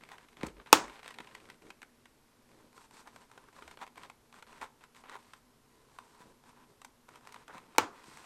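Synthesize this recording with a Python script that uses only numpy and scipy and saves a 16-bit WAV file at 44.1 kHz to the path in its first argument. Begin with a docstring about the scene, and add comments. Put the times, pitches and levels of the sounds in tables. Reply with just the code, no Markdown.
"""In a small room, close by, a hand presses the padding into a motorcycle helmet.
Fabric rubs and scrapes over foam by catching and slipping, and the liner's plastic backing crinkles
as its creases give way. The pad seats with a thud, the helmet rocks, and two plastic studs snap home,
one early and one late, ringing the shell. Ventilation drones faintly throughout."""
import sys
import numpy as np
from scipy import signal
from scipy.fft import rfft, irfft, next_fast_len
from scipy.io import wavfile
from scipy.ndimage import map_coordinates

SR = 44100
rng = np.random.default_rng(int(sys.argv[2]) if len(sys.argv) > 2 else 0)


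def bounce(signal):
    """Save signal as a 16-bit WAV file at the path given by the first command-line argument."""
    frames = np.transpose(np.atleast_2d(signal))
    limited = np.clip(frames, -1, 1)
    pcm = np.round(limited * 32767).astype(np.int16)
    wavfile.write(sys.argv[1], SR, pcm)


N = 363825

# tone of the ventilation: pitch_hz, gain_db
AIR_TONE = [(20, 2), (45, 0), (80, -6), (130, 1.5), (175, -6), (340, -4.5), (430, -4), (560, -9),
            (1050, -9.5), (1600, -13.5), (2500, -16.5), (5000, -18), (8500, -21), (12500, -19.5)]
# how long the room's echoes take to fade by 60 dB: pitch_hz, fade_s
ROOM_FADE = [(100, .4), (300, .42), (1000, .36), (3000, 0.21), (7000, 0.27), (12000, .17)]
# tone of the room's answer to the handling: pitch_hz, gain_db
WALL_TONE = [(100, -3), (300, 2), (1000, -1), (3000, 0), (8500, 0), (11000, -6.5), (15000, -9.5)]
# hand strokes (palm = weight on the foam, edge = tautness): start_s, length_s, level_db, palm_db, edge_db
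STROKES = [(0, 0.25, -66, -1, -3), (0.276, 0.062, -68.5, -4, 2), (.36, 0.14, -63.5, 4, -0.5),
           (0.558, .06, -65.5, 3.5, -11), (0.661, 0.08, -61.5, -2, -4), (0.832, 0.17, -57, -10, -2.5),
           (1.021, 0.1, -58.5, -9, 0), (1.131, 0.25, -63.5, -2, -1), (1.391, 0.16, -67, 2.5, 1),
           (1.61, 0.089, -68.5, 7.5, 3), (2.48, 0.19, -73, 8, 4), (2.719, 0.13, -62.5, -8, 4.5),
           (2.9, .11, -60, -9.5, 5.5), (3.03, 0.22, -66.5, -4, 2), (3.289, .21, -67.5, -3, -2),
           (3.518, 0.22, -63, -4.5, 1.5), (3.78, 0.051, -61.5, -6.5, -2), (3.948, 0.111, -61, -2.5, 1),
           (4.317, 0.074, -60, -7, 1), (4.457, 0.21, -61.5, -5.5, -0.5), (4.799, .05, -64, -9, -1),
           (4.938, 0.067, -62.5, -10.5, 4), (5.028, 0.12, -58.5, -7, -9), (5.179, 0.2, -71, -7, 5.5),
           (5.683, .17, -75, 3, 4), (5.876, 0.31, -68.5, -6, 4), (6.198, .12, -70, 5.5, 3),
           (6.428, 0.075, -61, -10, 0), (6.52, .12, -65, -6, -6), (6.64, 0.081, -73.5, 6.5, 5),
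           (7.074, .1, -61.5, -4, -1), (7.2, 0.23, -63, -6, -2), (7.47, 0.38, -66.5, -1.5, -2),
           (7.919, 0.12, -60, -12.5, -1.5), (8.032, .24, -59.5, -5, 5)]
# the hand is never quite still: foam_db, cloth_db, fibre_db
RESTING_LEVELS = (-76, -77, -83)
# how deep the hand is in the helmet: time_s, depth_0_to_1
HAND_DEPTH = [(1.9, 0.06), (2.5, 0.23), (2.75, 0.63), (3.45, 0.53), (3.65, 0.32), (5.3, .35), (5.85, 0.64),
              (6.55, 0.64), (7.3, 0.5), (7.5, 0.4), (8.25, 0.39)]
# tones of rubbed foam, cloth and fibres: pitch_hz, gain_db
FOAM_TONE = [(25, -5), (80, -9), (130, -3.5), (250, -3.5), (420, -0.5), (620, -9), (1200, -22.5),
             (4000, -60.5)]
CLOTH_TONE = [(150, -32.5), (450, -10), (750, -2), (1100, 0.5), (1600, -2), (2400, -4.5), (3500, -10.5),
              (6000, -22.5), (14000, -45.5)]
FIBRE_TONE = [(800, -39.5), (2500, -9), (4000, 1), (7000, -2), (8600, 1.5), (9800, -10), (12500, -10),
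              (13600, -23), (16000, -32)]
# notes of the air inside the helmet: pitch_hz, width_hz, gain_db
HOLLOW_NOTES = [(410, 66, -5), (920, 110, -6), (998, 100, 1), (1370, 300, -13)]
# the liner's larger creases buckling (edge = sharpness): start_s, gain_db, edge_db
BIG_CREASES = [(.0354, -56, 1), (.089, -57, 0), (.116, -54.5, 0), (.1815, -58, -1), (.411, -53, -8),
               (.4314, -43, -1), (.466, -58, 17), (.598, -57, -13), (.6599, -57, -7), (1.0289, -64.5, -3),
               (1.0594, -51.5, -7), (1.0782, -52, 6), (1.1045, -63, 6), (1.1419, -60, 5),
               (1.1857, -48, -1.5), (1.2026, -49.5, -4), (1.271, -56.5, -3.5), (1.3498, -50, 1.5),
               (1.5, -53.5, 2.5), (1.7032, -51, 0), (1.8179, -56.5, 4), (1.8289, -52, -2),
               (2.0553, -60, 1.5), (2.7771, -58, 0), (3.0727, -57, 2.5), (3.1605, -55.5, 3.5),
               (3.3139, -60.5, 2.5), (3.3759, -56, -0.5), (3.4857, -62, -5.5), (3.5877, -58, -12.5),
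               (3.6228, -52.5, -7), (3.6777, -54, 2.5), (3.7112, -54.5, 1.5), (3.7718, -55.5, -2),
               (3.8659, -58, 0.5), (3.8751, -58, -1.5), (3.977, -52.5, -3), (4.0333, -53.5, 1),
               (4.0983, -52, -0.5), (4.424, -53.5, 1), (4.5275, -59.5, -1.5), (4.6132, -48, -1.5),
               (4.838, -58, 1), (5.0955, -51.5, 0.5), (5.334, -53, 1), (5.9864, -50, -3), (6.8164, -57, 6),
               (6.847, -52.5, 7.5), (7.0882, -57, 0.5), (7.156, -58, 3), (7.2718, -53.5, 2.5),
               (7.2906, -60.5, 0), (7.3228, -59, 9), (7.3421, -53, 1.5), (7.36, -54.5, -7),
               (7.4797, -56, 2), (7.5799, -53.5, -1), (7.7497, -59, -14), (7.76, -57.5, -2),
               (8.1715, -55, 4)]
# tones of a crease's woody body, middle and sharp edge: pitch_hz, gain_db
BODY_TONE = [(120, -26), (350, -13), (700, -3.5), (1100, -1), (1450, -3.5), (2200, -22.5), (5000, -60.5)]
MIDDLE_TONE = [(600, -35), (1100, -13.5), (1500, -2), (2200, 2), (2900, -3.5), (3700, -7), (5000, -18),
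               (10000, -54.5)]
EDGE_TONE = [(1800, -34.5), (3200, -10), (4300, -0.5), (6500, -2), (8700, -1), (10200, -10), (13000, -11.5),
             (14000, -18), (15500, -26)]
# fingers dragging over the fabric: middle_s, half_length_s, level_db, edge_db
SCRAPES = [(0.13, 0.027, -53, 1), (0.448, 0.025, -47, -1), (3.076, 0.015, -53.5, -6),
           (3.826, 0.016, -44, -1), (4.046, .016, -54, 0), (4.631, 0.018, -41.5, -0.5),
           (5.13, 0.026, -50.5, 0.5), (5.155, 0.016, -47, -0.5), (6.218, 0.023, -57, 7.5),
           (7.502, 0.015, -49, -13.5), (7.556, 0.035, -52, 0)]
# tone of a drag: pitch_hz, gain_db
SCRAPE_TONE = [(120, -47), (200, -12), (647, -7), (849, -1), (1360, -5), (1630, -6.5), (2250, -9.5),
               (2800, -18), (3670, -15), (4720, -23.5), (8260, -23.5), (13000, -37), (15000, -39)]
# the pad seating against the shell: start_s, gain_db
THUDS = [(0.433, -23), (0.449, -38), (0.468, -37), (1.199, -43), (1.487, -50.5), (6.203, -48),
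         (6.255, -51.5), (7.551, -45.5), (7.685, -55), (8.08, -48)]
# notes of the struck pad: pitch_hz, fade_s, gain_db
PAD_NOTES = [(148.1, 0.045, -7), (225, 0.03, -2), (330, .03, -2), (510, .025, -5)]
# the helmet rocking on the lap: start_s, level_db, pitch_hz, length_s
ROCKS = [(0.432, -49.5, 62.4, 0.068), (0.502, -54.5, 47.7, 0.13), (0.726, -47, 104, 0.052),
         (0.82, -57, 45.7, 0.12), (3.628, -63, 70.6, 0.093), (4.6, -64.5, 54.8, 0.067),
         (7.785, -51, 100.8, 0.069)]
# studs snapping home: start_s, ring_db, crack_db, travel_scale_s, shiver_db, echo_db, echo_treble_db
SNAPS = [(0.7282, 2, 15, .0028, -7, 14, 0), (7.7828, 1, 3, 0.00119, -19.5, 8, -8)]
# notes of the shell: pitch_hz, fade_s, first_stud_db, second_stud_db
SHELL_NOTES = [(305, .045, -18, -24), (492, .024, -11, -16.5), (883, 0.028, -5, -11),
               (1114, 0.031, -11.5, -19), (1288, 0.02, -7.5, -21), (1555, 0.015, -18.5, -16.5),
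               (1860, 0.012, -21.5, -20), (2280, .012, -26, -13.5), (2570, 0.018, -6.5, -28),
               (2900, 0.02, -17, -22), (3350, 0.027, -14, -33.5), (3600, 0.0075, -18, -31.5),
               (4080, 0.012, -20.5, -17), (5114, 0.0074, -20, -28), (6300, .009, -11.5, -30),
               (6640, 0.0099, -15, -44), (8500, 0.012, -16, -34)]
# how well the shell passes its ringing to the air: pitch_hz, gain_db
SHELL_TONE = [(40, -8), (150, -3), (280, -1), (520, 0), (670, -6), (850, 0)]
# tones of a stud's crack and of its echo off the walls: pitch_hz, gain_db
CRACK_TONE = [(60, -8), (200, -5), (900, -2.5), (3000, 0), (4200, -0.5), (6300, 2), (7500, -2), (8700, -2),
              (10500, -10), (14000, -7), (15500, -15)]
SNAP_ECHO_TONE = [(50, -18.5), (150, -8), (300, 5.5), (450, 1), (680, 1.5), (950, 6), (1350, 4.5),
                  (1900, -1), (2600, 0.5), (4500, -4), (6300, -4.5), (8700, -9), (10500, -16),
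                  (15000, -19.5)]


def amp(db):
    """Turn decibels into a gain."""
    return 10 ** (np.asarray(db) / 20)


def unit(x):
    """Scale x to an average power of 1."""
    return x / np.sqrt(np.mean(x ** 2) + 1e-20)


def along(points, hz):
    """Read between (pitch_hz, value) points on a log pitch scale."""
    pitches, values = np.transpose(points)
    return np.interp(np.log(hz + 1), np.log(pitches + 1), values)


def filtered(x, response):
    """Scale each frequency in x by response(hz)."""
    size = next_fast_len(len(x) + 8192)
    return irfft(rfft(x, size) * response(np.fft.rfftfreq(size, 1 / SR)), size)[:len(x)]


def coloured(x, points, size=1024):
    """Give x the tone drawn by (pitch_hz, gain_db) points."""
    cepstrum = irfft(np.log(amp(along(points, np.fft.rfftfreq(size, 1 / SR)))))
    cepstrum[1:size // 2] *= 2
    cepstrum[size // 2 + 1:] = 0  # so the filter never rings ahead of the sound
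    return signal.fftconvolve(x, irfft(np.exp(rfft(cepstrum))))[:len(x)]


def add(track, s, sound):
    """Mix a sound into the track from time s."""
    part = track[max(0, round(s * SR)):][:len(sound)]
    part += sound[:len(part)]


def ventilation():
    """Moving air makes a steady hiss and a low, narrow drone."""
    air = filtered(rng.standard_normal(N), lambda hz: amp(along(AIR_TONE, hz)) * (hz < 12850))
    drone = filtered(rng.standard_normal(N), lambda hz: 1 / (1 + ((hz - 242) / 15) ** 2))
    return amp(-68.5) * unit(air) + amp(-74) * unit(drone)


def depth_at(s):
    """How deep the hand is inside the helmet, 0-1."""
    return np.clip(np.interp(s, *np.transpose(HAND_DEPTH)), 0, 1)


def stroke_levels(rim_rise_s=0.0091, fall_s=0.013):
    """Foam, cloth and fibre levels in dB: each stroke rises, holds and dies away."""
    powers, t = np.outer(amp(RESTING_LEVELS) ** 2, np.ones(N)), np.arange(SR // 2) / SR
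    for s, length, db, palm_db, edge_db in STROKES:
        rise_s = rim_rise_s * np.exp(2.2 * depth_at(s))  # slower over the soft crown
        shape = (1 - np.exp(-(t / rise_s) ** 2)) * np.exp(-np.maximum(t - length, 0) / fall_s)
        for layer, gain in zip(powers, amp([db + palm_db, db, db - 9.5 + edge_db])):
            add(layer, s, (gain * shape) ** 2)
    return 10 * np.log10(powers)


def wobble(rate):
    """A smooth curve through `rate` random points a second."""
    points = rng.standard_normal(int(N * rate / SR) + 4)
    return map_coordinates(points, [np.arange(N) * rate / SR])


def slips(size, per_s, spread_db, smooth):
    """A surface catches and slips: tiny uneven clicks over some smooth hiss."""
    hits = rng.random(size) < per_s / SR
    signs = np.sign(rng.standard_normal(size))
    strengths = amp(spread_db * np.clip(rng.standard_normal(size), -2, 2))
    return unit(unit(hits * signs * strengths) + smooth * rng.standard_normal(size))


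def hollow(x, strength):
    """The air inside the helmet rings along with whatever moves in it."""
    def ringing(hz):
        return sum(amp(db) * 1j * hz * width / (pitch ** 2 - hz ** 2 + 1j * hz * width)
                   for pitch, width, db in HOLLOW_NOTES)
    return filtered(x, lambda hz: 1 + strength * ringing(hz))


def rubbing(foam_db, cloth_db, fibre_db):
    """Foam murmurs, cloth catches and fibres hiss under one unsteady hand; deeper cloth sounds hollow."""
    depth = depth_at(np.arange(N) / SR)
    grip = wobble(84) + .6 * wobble(18)
    outer, inner = [coloured(slips(N, per_s=610, spread_db=4.5, smooth=0.71), CLOTH_TONE)
                    for _ in range(2)]
    cloth = np.sqrt(1 - depth) * unit(outer) + np.sqrt(depth) * unit(hollow(inner, strength=7.9))
    foam = unit(coloured(rng.standard_normal(N), FOAM_TONE))
    fibre = unit(coloured(slips(N, per_s=1600, spread_db=4, smooth=1.5), FIBRE_TONE))
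    return (amp(foam_db + 0.72 * grip) * foam + amp(cloth_db + grip) * cloth
            + amp(fibre_db + 1.2 * grip) * fibre)


def small_creases(count=12, gap_s=.03, fade_db_per_s=22):
    """Each stroke sets off an uneven, fading run of little creases, listed like BIG_CREASES."""
    rows = []
    for start, length, db, _, edge_db in STROKES:
        gaps, sizes = rng.uniform(0, 2, count), rng.uniform(-1, 1, count)
        ages = gap_s * (np.cumsum(gaps) - gaps[0]) + 0.0091  # from when the stroke takes hold
        for age, size in zip(ages, sizes):
            if age < length:
                lift_db = 2.5 - 14 * depth_at(start) - fade_db_per_s * age  # quieter deep inside
                rows.append((start + age, db + lift_db + 3 * size, edge_db))
    return rows


def crinkles(creases, typical_buckle_s=.0019):
    """A crease gives way in a quick run of slips; the low part rings the helmet's hollow."""
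    out, t = np.zeros(N), np.arange(SR // 16) / SR
    for s, db, edge_db in creases:
        progress = t / (typical_buckle_s * np.exp(0.2 * rng.standard_normal()))
        shape = np.sqrt(progress) * np.exp(-progress) + 0.036 * np.exp(-t / .008)
        run = slips(len(t), per_s=5500, spread_db=4, smooth=.5) * shape
        body = hollow(coloured(run, BODY_TONE), strength=0.61)
        middle, edge = coloured(run, MIDDLE_TONE), coloured(run, EDGE_TONE)
        woody_db = -2 + 9 * depth_at(s) - .25 * edge_db  # deep creases are woodier, sharp ones thinner
        for band, band_db in (body, woody_db), (middle, -woody_db), (edge, edge_db - 9):
            add(out, s, amp(db + band_db - 8) * unit(band))
    return out


def scrapes():
    """A finger drags in a short swell of slips, brighter when the fabric is taut."""
    out, t = np.zeros(N), np.arange(-SR // 8, SR // 8) / SR
    for middle_s, half_s, db, edge_db in SCRAPES:
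        drag = slips(len(t), per_s=900, spread_db=2, smooth=0.38)
        drag = hollow(coloured(drag, SCRAPE_TONE), strength=0.664)
        drag = unit(coloured(drag, [(1500, 0), (5000, edge_db)]))
        add(out, middle_s + t[0], drag * amp(db) * np.exp(-(t / half_s) ** 2))
    return out


def rocking():
    """After a push the whole helmet rocks, making a brief, deep swell."""
    out, t = np.zeros(N), np.arange(SR // 4) / SR
    for s, db, hz, length in ROCKS:
        swell = np.sin(np.pi * np.minimum(t / length, 1))
        add(out, s, amp(db) * np.sin(2 * np.pi * hz * t) * swell)
    return out


def ring(notes, t, rise_s):
    """Notes struck together each drop 60 dB in fade_s; neighbours swing opposite ways."""
    ringing = sum((-1) ** k * amp(db - 60 * t / fade_s) * np.sin(2 * np.pi * hz * t)
                  for k, (hz, fade_s, db) in enumerate(notes))
    return ringing * (1 - np.exp(-t / rise_s))


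def thuds():
    """The pad bumps the shell, and its low notes die quickly."""
    out, t = np.zeros(N), np.arange(SR // 4) / SR
    for s, db in THUDS:
        add(out, s, amp(db) * ring(PAD_NOTES, t, rise_s=0.00037))
    return out


def crack(size, travel_scale_s):
    """A stud's lip jumps the rim; the blow bends through the shell, treble ahead of bass."""
    hz = np.fft.rfftfreq(size, 1 / SR)
    delay_s = travel_scale_s * (np.sqrt(1000 / (hz + 300)) - np.sqrt(2000 / SR))
    pulse = irfft(np.exp(-2j * np.pi * np.cumsum(delay_s) * SR / size), size)
    return pulse * np.exp(-np.arange(size) / SR / .03)  # fade to one short click, no stray tick after


def snaps():
    """Each stud cracks into its socket; the shell rings and throws the sound round the room."""
    out, t = np.zeros(N), np.arange(SR // 2) / SR
    for stud, (s, ring_db, crack_db, travel, shiver_db, echo_db, treble_db) in enumerate(SNAPS):
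        notes = [(hz, fade_s, stud_dbs[stud]) for hz, fade_s, *stud_dbs in SHELL_NOTES]
        add(out, s, amp(ring_db) * coloured(ring(notes, t, rise_s=0.00014), SHELL_TONE))
        # the shell's countless high notes blur into a shiver of noise
        shiver = amp(shiver_db - 60 * t / .02) * rng.standard_normal(len(t))
        add(out, s, coloured(amp(crack_db) * crack(len(t), travel) + shiver, CRACK_TONE))
        walls = coloured(echoes(early_db=2.5, early_fade_s=.08), SNAP_ECHO_TONE)
        add(out, s, amp(echo_db - 3) * coloured(walls, [(1500, 0), (9000, treble_db)]))
    return out


def echoes(early_db, early_fade_s):
    """Dense echoes off desk and wall, then a tail that dies faster in the treble."""
    hz, t, spectrum = signal.stft(rng.standard_normal(SR // 2), SR, nperseg=256)
    fade = amp(-60 * t / along(ROOM_FADE, hz)[:, None])
    tail = signal.istft(spectrum * fade, SR, nperseg=256)[1]
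    t = np.arange(len(tail)) / SR
    tail *= 1 + amp(early_db - 60 * t / early_fade_s)
    tail *= 1 - np.exp(-(t / 0.0038) ** 2)  # echoes take a moment to build
    return tail / np.linalg.norm(tail)


def scene():
    """Mix the handling, its echo, the snaps and the ventilation in one channel."""
    handling = rubbing(*stroke_levels()) + scrapes() + rocking() + thuds()
    handling += crinkles(BIG_CREASES + small_creases())
    walls = coloured(echoes(early_db=4, early_fade_s=0.081), WALL_TONE)
    echo = amp(-12.5) * signal.fftconvolve(handling, walls)[:N]
    return (handling + echo + snaps() + ventilation())[None]


def record(dry):
    """The microphone clips at full scale and cuts off the highest treble."""
    clipped, top_hz = np.clip(dry[0], -1, 1), 15900
    return filtered(clipped, lambda hz: 1 / np.sqrt(1 + (hz / top_hz) ** 120))[None]


dry = scene()
out = record(dry)
bounce(out)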